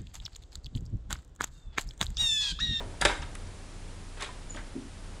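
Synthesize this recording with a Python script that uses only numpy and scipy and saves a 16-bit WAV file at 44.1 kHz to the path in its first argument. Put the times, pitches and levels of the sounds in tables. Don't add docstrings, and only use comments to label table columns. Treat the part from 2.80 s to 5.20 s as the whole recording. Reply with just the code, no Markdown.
import sys
import numpy as np
from scipy import signal
from scipy.fft import rfft, irfft
from scipy.io import wavfile
from scipy.ndimage import uniform_filter1d

SR = 44100
rng = np.random.default_rng(int(sys.argv[2]) if len(sys.argv) > 2 else 0)


def wav_out(sig):
    wavfile.write(sys.argv[1], SR, np.round(np.clip(np.atleast_2d(sig).T, -1, 1) * 32767).astype(np.int16))


def undo_db(level):
    steps = np.asarray(level, float) / 20
    return 10 ** steps


N = 105840

# start in seconds, level in dB,
# rattle decay in seconds, centre in Hz, width in octaves.
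DOOR_CONTACTS = [(.001, -41.5, 0.039, 820, 1.9), (.14, -52.5, 0.0176, 694, .8),
                 (.2075, -38.5, 0.03, 1520, 1.4), (.2125, -22.5, 0.014, 7000, 3.8),
                 (0.2137, -30, 0.038, 2000, 2), (.22, -26.5, 0.02, 1480, 1.04),
                 (.25, -18.5, 0.011, 3990, 1.63), (.2515, -14.5, 0.019, 1601, 1.85),
                 (.264, -31.5, 0.08, 2140, 1.5), (.292, -32.5, 0.054, 1190, 1.06),
                 (.42, -42, 0.01, 5500, 0.47), (.421, -40.5, 0.031, 1500, 1.4), (.43, -41, 0.0094, 3280, 0.48),
                 (.5515, -36, 0.0064, 9700, 1.5), (.553, -40.5, 0.0093, 1960, 0.9),
                 (.67, -47.5, .008, 5240, 0.63),
                 (1.37, -46, 0.047, 1320, 2.3), (1.394, -36, 0.09, 2160, 1.2),
                (1.4065, -39, 0.017, 3339, 2.3), (1.4225, -30.5, 0.0092, 4950, 1.01),
                (1.426, -33.5, 0.0208, 1820, 2.13), (1.442, -39, .03, 2860, 0.89),
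                (1.459, -44, 0.052, 1600, 2.4), (1.7455, -42.5, .014, 1300, 2.4),
                (1.752, -48, 0.031, 706, 1.2), (1.762, -43.5, .012, 4000, 1.1),
                (1.767, -42.5, 0.063, 1704, 1.26), (1.413, -41, .012, 2000, .9),
                (1.435, -44.5, .03, 7000, 1), (1.955, -48.5, 0.055, 278.5, 0.82)]
# frequency in Hz, level in dB, T60 in seconds.
PANEL_MODES = [(413, -4.5, 0.27), (608, -1.5, 0.12), (818, 7.5, 0.03), (959, 8.5, 0.048), (1070, -7, 0.024),
               (1286, -1, 0.027), (1405, 0.5, 0.032), (1676, 0.5, 0.0676), (1987, -10.5, 0.069),
               (2201, 2, 0.036), (2532, -7, 0.03), (3505, -15.5, 0.106), (3872, 3, 0.048), (5260, 6, 0.028)]
# frequency in Hz, gain in dB.
LEAF_COLOUR = [(300, 15), (700, 4.5), (1300, 5.5), (2200, 4), (2900, 1.5), (3600, 5), (4300, -1.5),
               (9500, 3)]
# start in seconds, level in dB, pitch in Hz, T60 in seconds.
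KNOCK_TONES = [(.2, -27, 43.6, 0.466), (.255, -30.5, 96, 0.106), (.39, -28, 74, .15),
               (0.393, -40, 150, 0.16), (1.953, -35.5, 271, 0.12), (1.953, -34.5, 342.7, 0.094),
               (1.952, -45, 199, 0.042), (1.752, -38, 287, 0.0719), (.21, -39.5, 217.1, 0.25),
               (0.25, -35.5, 330, 0.153), (0.26, -26.5, 412, 0.11), (.296, -35, 958, 0.079),
               (.213, -26.5, 4750, 0.034), (0.22, -17.5, 1656, 0.019), (.272, -46, 3505, 0.217),
               (1.43, -42, 1800, 0.055), (1.42, -34.5, 1080, 0.095), (1.49, -39, 1000, 0.052),
               (1.771, -41, 1550, .03), (1.774, -46, 1999, .05), (.213, -30.5, 3780, 0.048),
               (.21, -38, 148, .35), (0.32, -37, 2130, 0.072), (.3, -42, 300, .2)]
# time in seconds, pitch in Hz, level in dB.
SQUEAK_TRACK = [
    (1.693, 7150, -58),
    (1.699, 7035, -49),
    (1.704, 6980, -50),
    (1.707, 6966, -43),
    (1.711, 6910, -41.5),
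    (1.714, 6950, -54.5),
    (1.73, 6880, -64),
    (1.745, 6850, -57),
    (1.752, 6940, -66),
]
# time in seconds, pitch in Hz, level in dB.
SHAFT_TRACK = [(0, 28.6, -39), (.2, 30.2, -51.5), (.35, 29.96, -42), (.5, 30.47, -45), (1.35, 30.33, -45.5),
               (1.5, 31.28, -49.5), (1.62, 31.13, -45), (1.88, 30.05, -42.5), (1.97, 29.8, -51),
               (2.12, 31.4, -49.5), (2.2, 32.1, -45), (2.4, 30.56, -48)]
# time in seconds, pitch in Hz, level in dB.
THIRD_TRACK = [(0, 90.2, -51), (.5, 88.9, -54.5), (.65, 89, -46.5), (.85, 88.8, -56.5), (1, 89.2, -58),
               (1.15, 88.1, -50), (1.4, 89.82, -57.5), (2.4, 89, -54)]
# pitch in Hz, level in dB, flutter in dB.
MOTOR_OVERTONES = [(60, -62, 2.5), (177.6, -66, 2.5), (7170, -77, 3)]
# frequency in Hz, density in dB per Hz.
NOISE_SPECTRUM = [(12, -10), (40, -5.5), (100, -9.5), (150, -13.5), (300, -18), (1000, -25.5),
                  (3000, -31.5), (10000, -36.5)]
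# time in seconds, gain in dB.
RUMBLE_SWELL = [(0, 8), (.15, 1.5), (.5, 0.5), (.7, -1.55), (1.3, -1.3), (1.6, 0), (1.9, -0.53), (2.08, -4),
                (2.25, 1.5), (2.4, -0.5)]
# frequency in Hz, gain in dB.
MIC_RESPONSE = [(9800, 1.52), (10500, -1.5), (10900, -16), (11600, -13.5), (12200, -26), (12600, -55)]

ATTACK_S, RISE_PER_DECAY_SQUARED, GRIT_DB = 0.00012, 2.84, 2.2
PANEL_DB, MODE_SPREAD_DB = -48, 2
KNOCK_PUSH_CYCLES, SQUEAK_GRAIN_DB = 0.9, 2
DOOR_ROOM_DB, SQUEAK_ROOM_DB = -8.5, -10
ROOM_T60_LOW_S, ROOM_T60_HIGH_S, ROOM_SPLIT_HZ, ROOM_GAP_S = 0.44, 0.36, 3200, 0.0065
NOISE_DB, RUMBLE_HZ, RUMBLE_FLICKER_DB = -51.5, 900, 1
MIC_LIMIT = 0.55


def shape(x, gain):
    hz = np.maximum(np.fft.rfftfreq(len(x), 1 / SR), 1)
    return irfft(rfft(x) * gain(hz), len(x))


def log_curve(table):
    hz, db = np.array(table).T
    return lambda f: undo_db(np.interp(np.log(f), np.log(hz), db))


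def unit(x):
    return x / np.sqrt(np.mean(x ** 2))


def walk(rate_hz):
    hold = int(SR / rate_hz)
    steps = np.repeat(rng.standard_normal(N // hold + 1), hold)
    smooth = uniform_filter1d(uniform_filter1d(steps, hold), hold)
    return unit(smooth[:N])


def tone(table):
    s, hz, db = np.array(table).T
    t = np.arange(N) / SR
    gate = np.clip(np.minimum(t - s[0], s[-1] - t) / 0.003 + 1, 0, 1)
    phase = 2 * np.pi * np.cumsum(np.interp(t, s, hz)) / SR
    return 2 ** 0.5 * gate * undo_db(np.interp(t, s, db)) * np.sin(phase)


def ring(x, hz, t60_s):
    pole = np.exp(2j * np.pi * hz / SR - np.log(1000) / (t60_s * SR))
    return signal.lfilter([1], [1, -pole], x).imag


def panel_ring(crack):
    out = np.zeros(len(crack))
    for hz, db, t60_s in PANEL_MODES:
        out += undo_db(db + MODE_SPREAD_DB * rng.standard_normal()) * ring(crack, hz, t60_s)
    return out


def contacts():
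    size = 16384
    out = np.zeros(N + size)
    t = np.arange(size) / SR
    for start_s, db, decay_s, hz, octaves in DOOR_CONTACTS:
        grit = rng.standard_normal(size) * undo_db(GRIT_DB * rng.exponential(size=size))
        coloured = unit(shape(grit, lambda f: 1 / (1 + (np.log2(f / hz) / octaves) ** 2) ** 2))
        rise_s = ATTACK_S + RISE_PER_DECAY_SQUARED * decay_s ** 2
        crack = coloured * (1 - np.exp(-t / rise_s)) * np.exp(-3 * t / decay_s)
        i = int(start_s * SR)
        out[i:i + size] += undo_db(db) * (crack + undo_db(PANEL_DB) * panel_ring(crack))
    return shape(out, log_curve(LEAF_COLOUR))[:N]


def knocks():
    t = np.arange(N) / SR
    out = np.zeros(N)
    for start_s, db, hz, t60_s in KNOCK_TONES:
        age = np.maximum(t - start_s, 0)
        push = 1 - np.exp(-age * hz / KNOCK_PUSH_CYCLES)
        out += undo_db(db) * push * undo_db(-60 * age / t60_s) * np.sin(2 * np.pi * hz * age)
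    return out


def hinge_squeak():
    return tone(SQUEAK_TRACK) * undo_db(SQUEAK_GRAIN_DB * walk(350))


def room(x):
    t = np.arange(SR // 2) / SR
    noise = rng.standard_normal(len(t))
    low = shape(noise, lambda f: 1 / (1 + (f / ROOM_SPLIT_HZ) ** 2))
    tail = low * undo_db(-60 * t / ROOM_T60_LOW_S) + (noise - low) * undo_db(-60 * t / ROOM_T60_HIGH_S)
    tail = tail * (1 - np.exp(-t / ROOM_GAP_S))
    return signal.fftconvolve(x, tail / np.sqrt(np.sum(tail ** 2)))[:N]


def motor():
    t = np.arange(N) / SR
    out = tone(SHAFT_TRACK) + tone(THIRD_TRACK)
    for hz, db, flutter_db in MOTOR_OVERTONES:
        level = 2 ** 0.5 * undo_db(db + flutter_db * walk(4.6))
        out += level * np.sin(2 * np.pi * hz * t + 1.556 * walk(40))
    return out


def background():
    noise = shape(rng.standard_normal(N), log_curve(NOISE_SPECTRUM))
    noise = noise * undo_db(NOISE_DB) / shape(noise, lambda f: f > 200).std()
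    rumble = shape(noise, lambda f: 1 / (1 + (f / RUMBLE_HZ) ** 2))
    s, db = np.array(RUMBLE_SWELL).T
    swell_db = np.interp(np.arange(N) / SR, s, db)
    return noise - rumble + rumble * undo_db(swell_db + RUMBLE_FLICKER_DB * walk(7.5))


def scene():
    door = contacts() + knocks()
    squeak = hinge_squeak()
    hall = room(undo_db(DOOR_ROOM_DB) * door + undo_db(SQUEAK_ROOM_DB) * squeak)
    return (door + squeak + hall + motor() + background())[None]


def top_cut(x):
    return signal.sosfilt(signal.butter(12, 12330, fs=SR, output="sos"), x)


def record(dry):
    hz, db = np.array(MIC_RESPONSE).T
    rounded = MIC_LIMIT * np.tanh(dry[0] / MIC_LIMIT)
    padded = np.pad(rounded, 999, mode="reflect")
    mix = shape(padded, lambda f: undo_db(np.interp(f, hz, db)))[None, 999:-999]
    return top_cut(mix)


dry = scene()
out = record(dry)
wav_out(out)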